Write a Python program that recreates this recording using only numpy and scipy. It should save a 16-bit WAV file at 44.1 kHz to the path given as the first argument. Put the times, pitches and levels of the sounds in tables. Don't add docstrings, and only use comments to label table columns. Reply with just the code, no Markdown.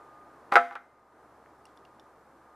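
import sys
import numpy as np
from scipy import signal
from scipy.fft import rfft, irfft
from scipy.io import wavfile
from scipy.ndimage import uniform_filter1d

SR = 44100
rng = np.random.default_rng(int(sys.argv[2]) if len(sys.argv) > 2 else 0)


def unload_audio(sound):
    columns = np.transpose(np.atleast_2d(sound))
    steps = np.round(np.clip(columns, -1, 1) * 32767)
    wavfile.write(sys.argv[1], SR, steps.astype(np.int16))


N = 112454


def from_db(db):
    return 10 ** (np.asarray(db) / 20)


def rms_one(x):
    return x / np.sqrt(np.mean(x ** 2) + 1e-20)


def in_time(rows):
    return np.interp(np.arange(N) / SR, *np.transpose(rows))


def at_hz(points, hz):
    frequencies, values = np.transpose(points)
    return np.interp(np.log(hz + 1e-9), np.log(frequencies), values)


def add(out, start_s, sound):
    i = int(start_s * SR)
    out[i:i + len(sound)] += sound[:N - i]


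def ring(t, hz, fade_s):
    return np.sin(2 * np.pi * hz * t) * from_db(-60 * t / fade_s)


def dying(t, rise_s, fade_s):
    return (1 - np.exp(-t / rise_s)) * from_db(-60 * t / fade_s)


def coloured(db_at, size):
    hz = np.arange(size // 2 + 1) * SR / size + 1
    return rms_one(irfft(rfft(rng.standard_normal(size)) * from_db(db_at(hz)), size))


def filtered(x, kind, hz, order=2):
    return signal.sosfilt(signal.butter(order, hz, kind, fs=SR, output="sos"), x)


# (frequency [Hz], relative level [dB])
MIC_HISS = [(1200, -38), (2000, -5.5), (3000, -1), (6000, -3.5), (11000, -3), (14500, -9)]

def microphone_hiss():
    return from_db(-79.5) * coloured(lambda hz: at_hz(MIC_HISS, hz), N)


# (frequency [Hz], relative level [dB])
RUSH_COLOUR = [(25, -19.5), (70, -20), (100, -12.5), (130, -7), (175, -10.5), (330, -2.5), (550, -4),
               (850, -1.5), (1250, -5.5), (1650, -11.5), (2100, -19.5), (2900, -30), (5000, -33.5),
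               (10000, -38), (14500, -44)]
# (time [s], level [dB])
RUSH_LEVEL = [(0, -54.5), (.25, -55.5), (.45, -54.5), (1.3, -57.5), (2.55, -58)]
# (time [s], level [dB])
WHINE_LEVEL = [(0, -58.5), (.22, -56.5), (.42, -71.5), (1.0, -61.5), (1.35, -72), (1.65, -67), (1.82, -69),
               (2.05, -65.5), (2.3, -74), (2.55, -61.5)]

def distant_machinery():
    whine_hz, wander_hz, hum_hz, hum_db = 1223, 3, 69.3, -76.5
    t = np.arange(N) / SR
    wander = coloured(lambda hz: -20 * np.log10(1 + (hz / 15) ** 2), N)
    pitch_hz = whine_hz + wander_hz * wander
    whine = from_db(in_time(WHINE_LEVEL)) * np.sin(2 * np.pi * np.cumsum(pitch_hz) / SR)
    hum = from_db(hum_db) * np.sin(2 * np.pi * hum_hz * t)
    rush = from_db(in_time(RUSH_LEVEL)) * coloured(lambda hz: at_hz(RUSH_COLOUR, hz), N)
    return rush + np.sqrt(2) * (whine + hum)


# (frequency [Hz], fade time [s])
SHED_FADE = [(150, 0.5), (500, 0.25), (1800, 0.45), (4000, .42), (12000, 0.7)]

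def shed_tail(t, hz):
    return dying(t, rise_s=0.015, fade_s=at_hz(SHED_FADE, hz))


# (frequency [Hz], relative level [dB], fade time [s])
STEEL_TONES = [(5100, -6, 0.0067), (5530, -12, 0.034), (6950, -21, 0.012), (9170, -7.5, 0.039),
               (10400, -4, .02)]
# (time [s], level [dB], colour centre [Hz], main tone [Hz], shed tail [dB])
TICKS = [(1.6544, -48, 5500, 2800, -32), (1.6680, -58, 3570, 3470, -17.5), (1.69, -65, 3500, 3380, -25.5),
         (1.7680, -66.5, 10000, 10700, -25), (1.7738, -52, 3540, 3500, -31),
         (1.8513, -49.5, 3060, 2790, -31), (1.9972, -49, 4300, 3580, -33)]

def tool_ticks():
    width_octaves = 1.2
    out, t = np.zeros(N), np.arange(SR // 2) / SR
    for start_s, db, centre_hz, tone_hz, tail_db in TICKS:
        def colour(hz):
            return -10 * np.log10(1 + (2 * np.log2(hz / centre_hz) / width_octaves) ** 6)
        tone = from_db(-4) * ring(t, tone_hz, fade_s=0.022)
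        steel = sum(from_db(level + colour(hz)) * ring(t, hz, fade) for hz, level, fade in STEEL_TONES)
        scuff = from_db(-9.5) * dying(t, rise_s=0.00019, fade_s=0.019)
        tail = from_db(tail_db) * shed_tail(t, centre_hz)
        noise = (scuff + tail) * coloured(colour, len(t))
        add(out, start_s, from_db(db) * (tone + steel + noise))
    return out


def struck(t, tones, rise_s):
    spread_db = 2.07 * rng.standard_normal(len(tones))
    swell = (1 - np.exp(-t / rise_s)) ** 2
    return swell * sum((-1) ** k * from_db(db + spread_db[k]) * ring(t, hz, fade_s)
                       for k, (hz, db, fade_s) in enumerate(tones))


# (frequency [Hz], relative level [dB], fade time [s])
HULL_TONES = [(253, -39.5, .5), (499, -25.5, .27), (696.3, -13.5, 0.29), (1290, -22, .14),
              (1319, -7.5, 0.14), (1770, -31.5, .15), (2064, -34, 0.38), (2080, -53, .85)]

def hull_ring(t):
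    return struck(t, HULL_TONES, rise_s=0.00303)


# (frequency [Hz], relative level [dB], fade time [s])
BOARD_TONES = [(350.3, -26, 0.11), (811.5, -11, 0.2), (918, -28.5, 0.18), (996, -17, .12),
               (1186, -15.5, .15), (1392, -24.5, 0.1212), (1503, -24, 0.23), (1810, -27.5, .18),
               (2144, -30, .25)]

def board_ring(t):
    return struck(t, BOARD_TONES, rise_s=0.0006)


CRACK_HZ = 1530

def crack(t, tilt_db):
    width_octaves, edge_octaves_up, echo_s = 0.79, 1.3, 0.013
    click = 1.0 * (t == 0) + 1e-18
    body = filtered(click, "band", CRACK_HZ * 2 ** (np.array([-0.5, 0.5]) * width_octaves))
    top_hz = np.clip(5500 * 2 ** (0.6 * tilt_db), 2500, 12000)
    body = filtered(body, "low", top_hz)
    pulse = from_db(-0.5) * body / np.abs(body).max()
    echo = from_db(-10) * np.interp(t - echo_s, t, pulse, left=0)
    edge = filtered(click, "band", [3500, SR / 4], order=1)
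    return pulse + echo + from_db(-22.5 + edge_octaves_up * tilt_db) * edge


# (frequency [Hz], relative level [dB])
CLATTER_COLOUR = [(40, -58), (130, -40.5), (300, -11), (600, -4.5), (1000, -6.5), (1400, 1.5), (2100, -10),
                  (3000, -20.5), (3900, -22.5), (5200, -37), (6100, -32), (7500, -42), (11500, -48),
                  (15000, -59)]
# (frequency [Hz], fade time [s])
CLATTER_FADE = [(150, 0.11), (500, 0.067), (1400, 0.087), (4000, 0.075), (12000, .07)]

def clatter(t, tilt_db, bass_db):
    bass_hz, bass_half_width_octaves = 390, 0.7
    edges = np.geomspace(40, 16000, 27)
    centres = np.sqrt(edges[1:] * edges[:-1])
    gains = from_db(at_hz(CLATTER_COLOUR, centres)) * np.sqrt(np.diff(edges))
    treble_db = tilt_db * np.log2(np.maximum(centres / CRACK_HZ, 1))
    push_db = bass_db / (1 + (np.log2(centres / bass_hz) / bass_half_width_octaves) ** 4)
    gains = gains / np.linalg.norm(gains) * from_db(treble_db + push_db)
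    spectrum = rfft(rng.standard_normal(len(t)))
    frequencies = np.arange(len(spectrum)) * SR / len(t)
    snap = from_db(-7) * dying(t, rise_s=0.000067, fade_s=0.014)
    out = np.zeros(len(t))
    for low, high, hz, gain in zip(edges, edges[1:], centres, gains):
        band = rms_one(irfft(spectrum * (frequencies >= low) * (frequencies < high), len(t)))
        body = dying(t, rise_s=0.003, fade_s=at_hz(CLATTER_FADE, hz))
        body *= np.linalg.norm(body) / np.linalg.norm(body * band)
        out += gain * band * (snap + from_db(-8) * body + from_db(-27) * shed_tail(t, hz))
    return out


# (time [s], crack [dB],
# clatter [dB], board ring [dB], hull ring [dB], treble tilt [dB per octave], bass boost [dB])
BLOWS = [(.5178, -49, -29, -57, -56, -7.5, -10), (.5219, -20, -11.5, -9.5, -19, 0, 4.5),
         (.5368, -36, -24, -11, -25, 7.5, 17), (.5563, 2.5, -2.5, 0, 4, 2.5, 3.5),
         (0.5647, -8, 0, -25.5, -22, -8, -7.5), (.7104, -26, -37, -22.5, -41.5, -4.5, -8),
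         (0.7248, -45, -38, -34.5, -33, 4.5, -24), (.7543, -42, -19.5, -27.5, -33, -4.5, -8.5),
         (1.4606, -44.5, -62, -63, -75, -1, -5.5)]

def pliers_snap_open():
    out, t = np.zeros(N), np.arange(SR) / SR
    for start_s, crack_db, clatter_db, board_db, hull_db, tilt_db, bass_db in BLOWS:
        add(out, start_s, from_db(crack_db) * crack(t, tilt_db))
        add(out, start_s, from_db(clatter_db) * clatter(t, tilt_db, bass_db))
        add(out, start_s, from_db(board_db) * board_ring(t))
        add(out, start_s, from_db(hull_db) * hull_ring(t))
    return filtered(out, "high", hz=280)


def scene():
    centre = pliers_snap_open() + tool_ticks() + distant_machinery()
    side = from_db(-47) * np.imag(signal.hilbert(centre))
    return np.array([centre + side + microphone_hiss(), centre - side + microphone_hiss()])


def record(dry):
    threshold_db, depth_db, cutoff_hz = -22.5, 5.5, 16180
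    hold_s, recover_s, smooth_s = 0.44, 0.14, 0.022
    t = np.arange(N) / SR
    level_db = 10 * np.log10(np.abs(uniform_filter1d(dry[0] ** 2, size=256)) + 1e-12)
    since_loud_s = t - np.maximum.accumulate(np.where(level_db > threshold_db, t, -10))
    duck_db = depth_db * np.clip(1 - (since_loud_s - hold_s) / recover_s, 0, 1)
    lag = np.exp(-1 / (smooth_s * SR))
    smooth_duck_db = signal.lfilter([1 - lag], [1, -lag], duck_db)
    clipped = np.clip(dry * from_db(-smooth_duck_db), -1, 1)
    return signal.sosfilt(signal.cheby2(12, 80, cutoff_hz, fs=SR, output="sos"), clipped)


dry = scene()
out = record(dry)
unload_audio(out)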